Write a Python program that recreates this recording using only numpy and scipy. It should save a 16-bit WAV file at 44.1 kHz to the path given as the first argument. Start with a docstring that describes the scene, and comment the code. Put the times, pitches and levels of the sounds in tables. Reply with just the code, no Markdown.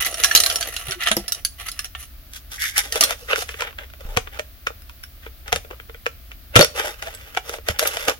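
"""Plastic jars and a card palette

Small plastic jars are pushed together on a table and clatter, close to a stereo microphone.
A cardboard palette is then tapped by long fingernails and worked open; its lid gives with a knock and squeal.
Every contact rings a jar or the card, and sliding is a stream of tiny slips that ring them too.
Thumps and squeaks are single swinging tones; behind lie a short room tail and a low hum and hiss of noise."""
import sys
import numpy as np
from scipy import signal
from scipy.fft import rfft, irfft
from scipy.io import wavfile
from scipy.ndimage import uniform_filter1d

SR = 44100
rng = np.random.default_rng(int(sys.argv[2]) if len(sys.argv) > 2 else 0)


def unload_audio(sound):
    """Save the sound as a 16-bit wav file, at the path given as the first command line argument."""
    columns = np.transpose(np.atleast_2d(sound))
    # keep every value between -1 and 1, then stretch to whole-number steps
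    steps = np.round(np.clip(columns, -1, 1) * 32767)
    wavfile.write(sys.argv[1], SR, steps.astype(np.int16))


N = 361179  # samples

# Levels in the tables are those before layer gain, room and microphone.
# jars knocking together: (time [s], level at 1-4 kHz [dB], body re level [dB],
# brightness re level [dB], leading resonance [Hz])
JAR_HITS = [(.0283, -29, -15, -6, 1760), (.0478, -27.5, -22, 4.5, 5970), (.069, -30, -13, 1, 4220),
            (.1425, -29, -11, 4, 5530), (.2006, -26.5, -22, -1, 1440), (.2367, -16, -27, 3.5, 5740),
            (.2444, -13.5, -38, 4.5, 5610), (.3126, -18, -28, -4, 1860), (.3502, -10, -23, 6, 6040),
            (.36, -17.5, -10.5, 8, 4030), (.3744, -20.5, -28, 6, 4300), (.402, -21, -18, 8.5, 5700),
            (.4365, -23, -20, 7.5, 4140), (.4615, -20, -22, 5, 4110), (.4994, -22, -30, 2.5, 3200),
            (.5129, -23, -15, -6.5, 3030), (.558, -25.5, -9.5, 8, 5950), (.6096, -28.5, -18, 6, 2800),
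            (.6273, -23.5, -27, 0, 4520), (.7366, -47, -16, 3, 5830), (.7646, -24, -28, -1, 2860),
            (.9092, -28.5, -22, 3, 5680), (.9198, -23, -25, -3.5, 4360), (1.0221, -26, -33, -11, 3400),
            (1.0357, -31.5, -26, 4, 2980), (1.0714, -13.5, -16.5, -9, 1920), (1.0849, -21, -8, -2, 1870),
            (1.1147, -13.5, -22, -3.5, 3350), (1.1668, -28, -14, 9.5, 5700), (1.2805, -34, -10, 10, 5620),
            (1.3212, -30, -19, 12.5, 5800), (1.3475, -39.5, -22, 9, 5800), (1.4496, -27.5, -30, 11, 4520),
            (1.6863, -29, -22, 1.5, 1950), (1.716, -51, -9, 19, 10300), (1.7913, -25, -30, 1.5, 5740),
            (1.8446, -32.5, -20, 3.5, 5660), (1.8546, -38.5, -16, 3, 5730), (1.9502, -27.5, -17, -15, 1190),
            (2.9234, -24.5, -11, 4.5, 4800), (3.0087, -17.5, -5.5, 8.5, 5800), (3.0257, -16, -24, -2, 4400),
            (3.0369, -23, -7, 12.5, 5630)]
# pushes that slide the jars on the table: (start [s], length [s], level at 1-4 kHz [dB],
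# body re level [dB], treble re level [dB])
JAR_PUSHES = [(0, 0.067, -23, -22, 0), (.07, .62, -39, 1, 4.5), (.17, 0.21, -31, -17, -1),
              (.35, 0.18, -33.5, -6, 4), (.62, 0.05, -35, -19, -13), (.69, 0.22, -36, -12.5, -0.5),
              (.87, 0.072, -35.5, -8.5, -6), (1.012, 0.08, -22.5, -21, -10), (1.11, 0.097, -42, 0.5, 1),
              (1.2, 0.2, -45.5, -5.5, -8), (1.595, 0.044, -36, -14, -3.5), (1.665, 0.02, -33, -25, -1),
              (1.72, 0.13, -47.5, -19, -3), (1.99, .05, -42, -29, 3.5)]
# modes of a jar before detuning and scatter: (frequency [Hz], relative level [dB], t60 [s])
JAR_MODES = [(676, -2, 0.089), (1256, -2.5, 0.042), (1320, -0.5, 0.067), (1773, 0, 0.085), (2950, 7, 0.024),
             (3180, -3, 0.011), (3680, -19.5, 0.0058), (4170, -7, 0.1), (5000, -10, 0.062),
             (5404, -1.5, 0.025), (5926, 2.5, 0.043), (9320, -7.5, 0.022), (10050, -37.5, 0.018),
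             (10200, 12.5, 0.026), (13200, -24, 0.0175)]
# colour of a jar's dense, quickly damped ringing: (frequency [Hz], relative level [dB])
JAR_COLOUR = [(150, -13), (400, -4.5), (640, 5.5), (880, -32), (1300, -2.5), (3000, 4), (5900, -13.5),
              (7000, -6), (8500, -13), (10700, -8), (13500, -3), (16000, -18)]
# nails and edges striking the card palette: (time [s], level at 1-4 kHz [dB], body re level [dB],
# brightness re level [dB], leading resonance [Hz])
CARD_HITS = [(2.6207, -35.5, -27, 8, 730), (2.64, -26, -37, -3, 1880), (2.7798, -25, -5, 7.5, 797),
             (2.9572, -23.5, 0, -2.5, 464), (3.1073, -25.5, -2, -1, 676), (3.3315, -16, -3.5, -29, 585),
             (3.3591, -21.5, -20, -8.5, 560), (3.3809, -38, 10, 1, 520), (3.4223, -31, -1.5, -12, 727),
             (3.4909, -28.5, -10, -9.5, 550), (3.5426, -33.5, -8.5, -23, 434), (3.6077, -25, -18, -7, 530),
             (3.6211, -22.5, -5, -10, 1025), (3.7873, -30, -23, -16.5, 1650), (4.1717, -15, -2.5, -7, 1460),
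             (4.2735, -34.5, -5.5, -20, 1220), (4.3946, -25, -0.5, -9, 600), (4.67, -18, -9, -13, 1220),
             (4.704, -49, 13.5, -22, 460), (4.82, -52, -21, 2, 5200), (4.8957, -41, -18, -7.5, 950),
             (5.0367, -36.5, -24, -1, 5500), (5.265, -36.5, 1, -27, 1290), (5.4798, -33, -18, -7, 470),
             (5.5271, -15.5, -2.5, -6, 734), (5.5602, -24.5, -3, -2.5, 537), (5.648, -45, 2, -11, 450),
             (5.7098, -38, 4, -12.5, 410), (5.7998, -37, -11, -20, 510), (5.896, -40.5, 0.5, -17, 450),
             (5.9455, -39.5, -3.5, -19, 487), (6.0644, -19, -5, -14, 490), (6.3168, -37, -14, -13, 2180),
             (6.5613, 1, -12.5, -8, 650), (6.5717, -17.5, 1.5, -15, 540), (6.5924, -13.5, 4, -2, 551),
             (6.61, -10.5, 2.5, -3, 594), (6.6265, -18.5, 4.5, -2, 535), (6.6465, -22.5, -2, 2, 505),
             (6.7982, -28.5, 0, -4, 890), (6.8447, -37, 7, -11, 625), (7.0248, -28.5, -8.5, -6.5, 665),
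             (7.0717, -35, -2, -9, 680), (7.149, -52, -16, 11.5, 8000), (7.349, -34.5, -10, -8, 620),
             (7.3726, -18, -12.5, -12, 2300), (7.4941, -30, -2, -2.5, 427), (7.5391, -30, -2, -8, 624),
             (7.585, -42.5, 7.5, -11, 540), (7.6862, -19, -1, -5.5, 596), (7.7933, -19, -10.5, 1, 553),
             (7.8249, -31.5, 9, -6, 634), (7.8549, -23.5, -0.5, -23, 780), (7.874, -45.5, 7, 21, 12700),
             (7.9702, -25.5, -4, -5.5, 665), (8.0829, -17, -5, -6, 662), (8.0962, -23, -1.5, -3.5, 657)]
# strokes of card on card and fingers: (start [s], length [s], level at 1-4 kHz [dB],
# body re level [dB], treble re level [dB])
CARD_STROKES = [(2.335, .03, -41, -35, 3.5), (2.52, 0.048, -39.5, -18, 2.5),
                (2.605, 0.095, -39.5, -32, 10.5), (2.768, 0.018, -19, -26, 1), (2.8, 0.25, -37.5, -8.5, -1),
                (2.961, 0.01, -25.5, -3.5, -2.5), (3.02, 0.11, -29.5, -5.5, -6),
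                (3.15, 0.24, -50.5, -5, 2.5), (3.3, 0.039, -21, -9, -13), (3.37, 0.05, -31.5, -12, 2),
                (3.44, 0.2, -43, -12, -2), (3.6, 0.077, -31.5, -7, -17.5), (3.79, 0.051, -42, -4.5, -15),
                (4.01, 0.14, -46, 2, -5.5), (4.33, 0.051, -42, -8, -11), (5.24, 0.019, -41, -16, -10),
                (5.47, 0.11, -42, -5.5, -13), (5.71, 0.029, -45.5, 2.5, -14), (6.552, 0.1, -26, -5, -18),
                (6.755, .15, -30.5, -3, -4), (6.795, 0.036, -21.5, -7.5, -11), (6.93, .42, -45.5, -9, -6.5),
                (7.03, 0.1, -39.5, -4.5, -6), (7.45, 0.11, -39, -0.5, -2), (7.68, 0.026, -26.5, -4.5, -5.5),
                (7.75, 0.018, -39, -8, -23), (7.805, 0.068, -26.5, -3, -2), (7.89, 0.16, -32, -7, -3),
                (8.085, 0.012, -18.5, -1, -5)]
# modes of the free palette, before detuning and scatter: (frequency [Hz], relative level [dB], t60 [s])
CARD_MODES = [(440, -2, 0.079), (542, -1, 0.14), (648, -17.5, 0.11), (736, -10.5, 0.027),
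              (1274, -2.5, 0.018), (1363, -6, 0.42), (1430, 7.5, 0.05), (1800, 4, 0.055),
              (1974, -4.5, 0.12), (2080, -32, 0.057), (3130, -1, 0.059), (3570, -3, 0.099),
              (4280, -37, 0.033), (6200, -42, .04)]
# colour of the card's dense ringing: (frequency [Hz], relative level [dB])
CARD_COLOUR = [(150, -16), (300, -30.5), (500, -14), (780, -6), (1020, 3), (1420, 14), (1900, 6),
               (2400, 14.5), (4200, -5), (5800, 0), (8300, -12), (11000, -2), (16000, -18)]
# a long nail dragged over the palette, before judder: (time [s], level [dB])
NAIL_DRAG = [(2.58, -42.5), (2.63, -20), (2.68, -33.5), (2.72, -45.5), (2.775, -21.5), (2.82, -39)]
# dull bumps of the table and the palette: (start [s], pitch [Hz], level [dB], t60 [s])
THUMPS = [(1.111, 220, -29, 0.16), (1.113, 638, -17.5, 0.076), (1.169, 510, -20, 0.051),
          (1.167, 198, -27, 0.16), (1.169, 342, -18, 0.079), (2.862, 276, -44, 0.086),
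          (3.01, 289, -28.5, 0.2), (4.051, 30.8, -24.5, 0.48), (4.087, 30.2, -26, 0.22),
          (4.17, 109, -17.5, 0.068), (4.172, 744, -10.5, 0.041), (5.529, 78, -21, 0.2),
          (6.56, 117, -4, 0.12), (6.593, 154, -9.5, 0.081), (6.596, 348, -12, 0.068),
          (7.372, 755, -13, 0.043), (7.697, 77, -20.5, 0.11), (8.082, 290, -19, 0.037)]
# squeaks and groans that lock on one resonance: (middle of swell [s], mean pitch [Hz], peak [dB], length [s])
SQUEAKS = [(.315, 1730, -11.5, .014), (0.375, 4120, -8.5, 0.018), (0.891, 128, -29, 0.038),
           (0.91, 384, -33, 0.065), (.975, 357, -37.5, 0.056), (3.231, 497, -40.5, 0.036),
           (6.602, 528, -9, 0.045), (6.617, 4450, -5, 0.018), (6.638, 5560, -15, 0.021),
           (6.757, 515, -27.5, 0.0197), (7.077, 661, -28.5, 0.031)]
# colour of the room tone: (frequency [Hz], relative level per Hz [dB])
ROOM_TONE = [(12, -30), (20, -10.5), (63, 0.5), (98, -12), (187, -28), (255, -22.5), (472, -36),
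             (678, -27.5), (897, -41), (1220, -31), (4670, -33.5), (5530, -37), (8180, -44.5), (11800, -33),
             (16000, -27)]
# likeness of the two channels: (frequency [Hz], likeness [0-1])
LIKENESS = [(100, 0.89), (600, 0.72), (1500, 0.08), (4000, 0), (12000, 0)]
# treble difference of the two capsules: (frequency [Hz], left minus right [dB])
CAPSULES = [(2000, 0), (4500, -3), (8000, -3), (12000, 3)]
# body, middle, treble and top: (lower edge [Hz], upper edge [Hz])
BANDS = [(250, 1000), (1000, 4000), (4000, 8000), (8000, 17000)]

RING_S, ATTACK_S = .16, .012  # length of a ring, and the part of it that sets its level
HAND_T60 = .085  # s, extra damping by the hands on the palette
STROKE_RISE_S, STROKE_T60 = 0.033, 0.094  # a stroke grips quickly and dies away as the hand slows
RISE_DEPTH_DB = 33.5  # gained during that rise
LATE_T60, LATE_DB = .3, -19  # the room's longer tail
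ROOM_TONE_DB = -41.5  # rms at the microphone
TOP_HZ = 16100  # upper limit of the microphone channel


def jar_ring(lead_hz, lead_db=8, lead_t60=0.026):
    """Hard plastic rings in bright, short modes; every jar is tuned a little differently."""
    lead = (lead_hz, lead_db, lead_t60)
    return ring(JAR_MODES, lead, JAR_COLOUR, dense_t60=0.051, modes_db=3.5, crack_db=-5.0,
                detune=.065, scatter_db=4)


def card_ring(lead_hz, lead_db=9, lead_t60=0.059):
    """Stiff hollow card rings; the hands that hold it cut the ringing short."""
    lead = (lead_hz, lead_db, lead_t60)
    free = ring(CARD_MODES, lead, CARD_COLOUR, dense_t60=0.029, modes_db=3.0, crack_db=-1,
                detune=0.035, scatter_db=3)
    return free * fade(np.arange(free.shape[1]) / SR, HAND_T60)


def ring(modes, lead, colour, dense_t60, modes_db, crack_db, detune, scatter_db):
    """One blow: a crack, dense short ringing and modes of chance weight; one mode leads."""
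    size = int(RING_S * SR)
    t = np.arange(size) / SR
    hz, db, t60 = np.transpose([lead, *modes])[:, :, None]
    pitch, weight, side = rng.standard_normal((3, len(hz), 1))
    pitch[0] = weight[0] = 0  # the leading mode is exact
    # high modes reach the two capsules out of step
    skew = side * np.arccos(np.clip(on_log_axis(hz, LIKENESS), 0, 1)) / 2
    phase = 2 * np.pi * hz * (1 + detune * pitch) * t
    swing = undb(db + scatter_db * weight) * fade(t, t60) * rng.choice([-1, 1], hz.shape)
    tones = np.array([(swing * np.cos(phase + sign * skew)).sum(0) for sign in (1, -1)])
    dense = unit(noise(size, colour) * fade(t, dense_t60))
    return dense + undb(modes_db) * unit(tones) + undb(crack_db) * crack(size, colour)


def crack(size, colour):
    """The first wavefront of a contact: a causal click with the body's colour."""
    hz = np.arange(size // 2 + 1) * SR / size
    # folding the cepstrum puts the energy at the start (minimum phase)
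    cepstrum = irfft(np.log(undb(on_log_axis(hz, colour))), size)
    cepstrum[1:size // 2] *= 2
    cepstrum[size // 2 + 1:] = 0
    return unit(irfft(np.exp(rfft(cepstrum)), size))


def blows(table, body, gain_db, pan_db, top_db, top_slope):
    """Each contact rings the body, balanced band by band; the top octave follows the treble."""
    out = np.zeros((2, N))
    for s, db, body_db, bright_db, lead_hz in table:
        sound, blow = body(lead_hz), 0
        tones_db = (body_db, 0, bright_db, top_db + top_slope * bright_db)
        for edges, tone_db in zip(BANDS, tones_db):
            part = band(sound, edges)
            attack_rms = np.sqrt(np.mean(part[:, :int(ATTACK_S * SR)] ** 2))
            blow = blow + undb(tone_db) * part / attack_rms
        add(out, s, blow * undb(db))
    return out * undb(gain_db) * pan(pan_db)


def ticks(start_s, end_s, db, body_db, bright_db, lead_hz, spread_db, pitch_spread, count):
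    """Rows of light contacts at chance moments, each with its own strength, colour and resonance."""
    when = rng.uniform(start_s, end_s, count)
    size, body, bright, pitch = rng.standard_normal((count, 4)).T
    leads_hz = lead_hz * np.exp(pitch_spread * np.tanh(pitch))
    return np.transpose([when, db + spread_db * size, body_db + 4 * body, bright_db + 4 * bright, leads_hz])


def grazes(table, weaker_db, early_s):
    """Rows of the light touches with which a long nail meets the card just before each tap."""
    return [(s - early_s * rng.uniform(.5, 1.5), db + weaker_db, *colour) for s, db, *colour in table]


def friction(strokes, body, lead_hz, slips_per_s, spread_db, grip_db, grip_per_s, gain_db, pan_db, count=5):
    """Tiny slips ring the body at several points of contact, each gripping and letting go on its own."""
    sound = 0
    for _ in range(count):
        sizes = undb(spread_db * np.minimum(rng.exponential(size=N), 4)) * rng.choice([-1, 1], N)
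        happens = rng.random(N) < slips_per_s / SR
        slips = sizes * happens * undb(grip_db * np.tanh(walk(grip_per_s)))
        point_hz = lead_hz * np.exp(0.585 * np.tanh(rng.standard_normal()))
        sound = sound + convolve(slips, body(point_hz))
    ranges = BANDS[0], BANDS[1], (BANDS[2][0], BANDS[3][1])
    out = 0
    for edges, push in zip(ranges, effort(strokes)):
        part = band(sound, edges)
        # over a tenth of a second the hand's push, not chance, sets the loudness
        power = uniform_filter1d(np.mean(part ** 2, axis=0), size=SR // 10)
        out = out + part / np.sqrt(power + 1e-12) * push
    return out * undb(gain_db) * pan(pan_db)


def effort(strokes):
    """Strength of body, middle and treble over time: every stroke rises, holds and dies away."""
    t = np.arange(0, N, 32) / SR
    power = 0
    for start_s, length_s, db, body_db, treble_db in strokes:
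        rise = undb(-RISE_DEPTH_DB * np.maximum(start_s - t, 0) / STROKE_RISE_S)
        release = fade(np.maximum(t - start_s - length_s, 0), STROKE_T60)
        levels = undb([db + body_db, db, db + treble_db])
        power = power + np.outer(levels, rise * release) ** 2
    return [np.interp(np.arange(N) / SR, t, np.sqrt(p)) for p in power]


def nail_drag(hz=1900, width=0.17, judder_db=5):
    """Fine stick-slip excites the nail's own broad resonance: band noise with a juddering level."""
    level_db = np.interp(np.arange(N) / SR, *np.transpose(NAIL_DRAG), left=-120, right=-120)
    scrape = unit(band(rng.standard_normal((2, N)), hz * np.exp([-width, width])))
    return scrape * undb(level_db + judder_db * walk(120))


def thumps(rise_cycles=0.073, rough=0.46):
    """A soft push swings the table or the whole palette for a few uneven cycles."""
    out, t = np.zeros((2, N)), np.arange(SR // 2) / SR
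    for s, hz, db, t60 in THUMPS:
        shudder = noise(len(t), [(hz / 4, -20), (hz, 0), (2 * hz, -8), (8 * hz, -55)])
        swing = np.sin(2 * np.pi * hz * t) + rough * shudder
        onset = 1 - np.exp(-(t * hz / rise_cycles) ** 2)
        add(out, s, undb(db) * swing * fade(t, t60) * onset)
    return out


def squeaks(waver=0.0039, glide=0.066):
    """Stick-slip friction locks on to one resonance, which swells, rises slightly and lets go."""
    out = np.zeros((2, N))
    for s, hz, db, length in SQUEAKS:
        size = int(length * SR)
        wobble = unit(uniform_filter1d(rng.standard_normal(SR // 4), size=90))[:size]
        pitch = hz * (1 + waver * wobble + glide * np.linspace(-.5, .5, size))
        phase = 2 * np.pi * np.cumsum(pitch) / SR
        skew = np.arccos(np.clip(on_log_axis(hz, LIKENESS), 0, 1)) / 2
        swell = undb(db) * signal.windows.hann(size)
        add(out, s - length / 2, swell * np.sin([phase - skew, phase + skew]))
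    return out


def room(x, t60=0.068, wet_db=-14, build_s=0.0036):
    """The table and nearby things answer at once; the furnished room adds a faint, longer tail."""
    t = np.arange(SR // 2) / SR
    colour = [(80, -3), (500, 2.0), (1500, 1), (5500, 7.0), (10000, 8.5), (16000, -9)]  # Hz, dB
    diffuse = noise(len(t), colour) * (1 - np.exp(-t / build_s))
    early = undb(wet_db) * unit(diffuse * fade(t, t60))
    late = undb(LATE_DB) * unit(diffuse * fade(t, LATE_T60))
    return x + convolve(x, (early + late) / np.sqrt(len(t)))


def room_tone():
    """The small room's steady low hum and hiss, as coloured noise."""
    return undb(ROOM_TONE_DB) * noise(N, ROOM_TONE)


def noise(size, colour):
    """Coloured stereo noise of rms 1, alike left and right in the bass."""
    hz = np.arange(size // 2 + 1) * SR / size
    alike = np.clip(on_log_axis(hz, LIKENESS), 0, .995)
    spectra = rfft(rng.standard_normal((2, size))) * undb(on_log_axis(hz, colour))
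    mid, side = spectra * np.sqrt([1 + alike, 1 - alike])
    return unit(irfft(np.array([mid + side, mid - side]), size))


def walk(per_s):
    """A smooth random drift with a spread near 1."""
    steps = rng.standard_normal(2000)
    return np.interp(np.arange(N) * per_s / SR, np.arange(len(steps)), steps)


def from_left(x, count):
    """The sound reaches the right capsule a few samples late."""
    return np.array([x[0], np.pad(x[1], (count, 0))[:N]])


def pan(db):
    """Gains of the left and right channel, from left minus right in dB."""
    return undb(np.array([[db], [-db]]) / 2)


def undb(db):
    """Decibels to gain."""
    return 10 ** (np.asarray(db) / 20)


def unit(x):
    """Scale to rms 1."""
    return x / np.sqrt(np.mean(x ** 2))


def fade(t, t60):
    """Exponential decay, 60 dB down after t60."""
    return np.exp(-np.log(1000) * t / t60)


def on_log_axis(hz, points):
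    """Read (Hz, value) points at the given frequencies."""
    f, value = np.transpose(points)
    return np.interp(np.log(hz + 1), np.log(f), value)


def band(x, edges):
    """Band-pass between two frequencies."""
    return signal.sosfilt(signal.butter(3, edges, "band", fs=SR, output="sos"), x)


def add(out, s, x):
    """Mix a short stereo sound in at time s."""
    i = max(0, int(s * SR))
    out[:, i:i + x.shape[1]] += x[:, :N - i]


def convolve(x, response):
    """Ring a response with a signal."""
    return signal.fftconvolve(np.atleast_2d(x), response, axes=1)[:, :N]


def scene():
    """The jars close in front, the palette nearer the left capsule, and the room."""
    rattle = ticks(0, .72, db=-35, body_db=-10.5, bright_db=-3, lead_hz=2820,
                   spread_db=1.0, pitch_spread=0.68, count=18)
    jars = blows([*JAR_HITS, *rattle], jar_ring, gain_db=-2.5, pan_db=-1.5, top_db=-5.0, top_slope=1.34)
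    jars += friction(JAR_PUSHES, jar_ring, lead_hz=1748, slips_per_s=110, spread_db=2,
                     grip_db=7, grip_per_s=25, gain_db=-1.5, pan_db=-1.5)

    picking = ticks(3.7, 4.5, db=-46, body_db=-4, bright_db=-16, lead_hz=900,
                    spread_db=2.5, pitch_spread=.6, count=8)
    crackle = ticks(8.1, 8.12, db=-43, body_db=0, bright_db=-15, lead_hz=1300,
                    spread_db=4.0, pitch_spread=0.48, count=12)
    nail_touches = grazes(CARD_HITS, weaker_db=-12.5, early_s=.0045)
    taps = [*CARD_HITS, *nail_touches, *picking, *crackle]
    card = blows(taps, card_ring, gain_db=0, pan_db=1.0, top_db=-3.5, top_slope=1.51)
    card += friction(CARD_STROKES, card_ring, lead_hz=1015, slips_per_s=350, spread_db=2.5,
                     grip_db=12.5, grip_per_s=35, gain_db=0, pan_db=-0.5)

    near = from_left(jars, count=2) + from_left(card, count=10) + nail_drag() + thumps() + squeaks()
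    return room(near) + room_tone()


def record(dry):
    """Each capsule has its own colour; the loudest knocks overload the input; the top is cut."""
    balance_db = on_log_axis(np.arange(N // 2 + 1) * SR / N, CAPSULES)
    heard = irfft(rfft(dry) * undb(np.array([balance_db, -balance_db]) / 2), N)
    top_cut = signal.ellip(8, .1, 50, TOP_HZ, fs=SR, output="sos")
    return signal.sosfiltfilt(top_cut, np.clip(heard, -1, 1))


dry = scene()
out = record(dry)
unload_audio(out)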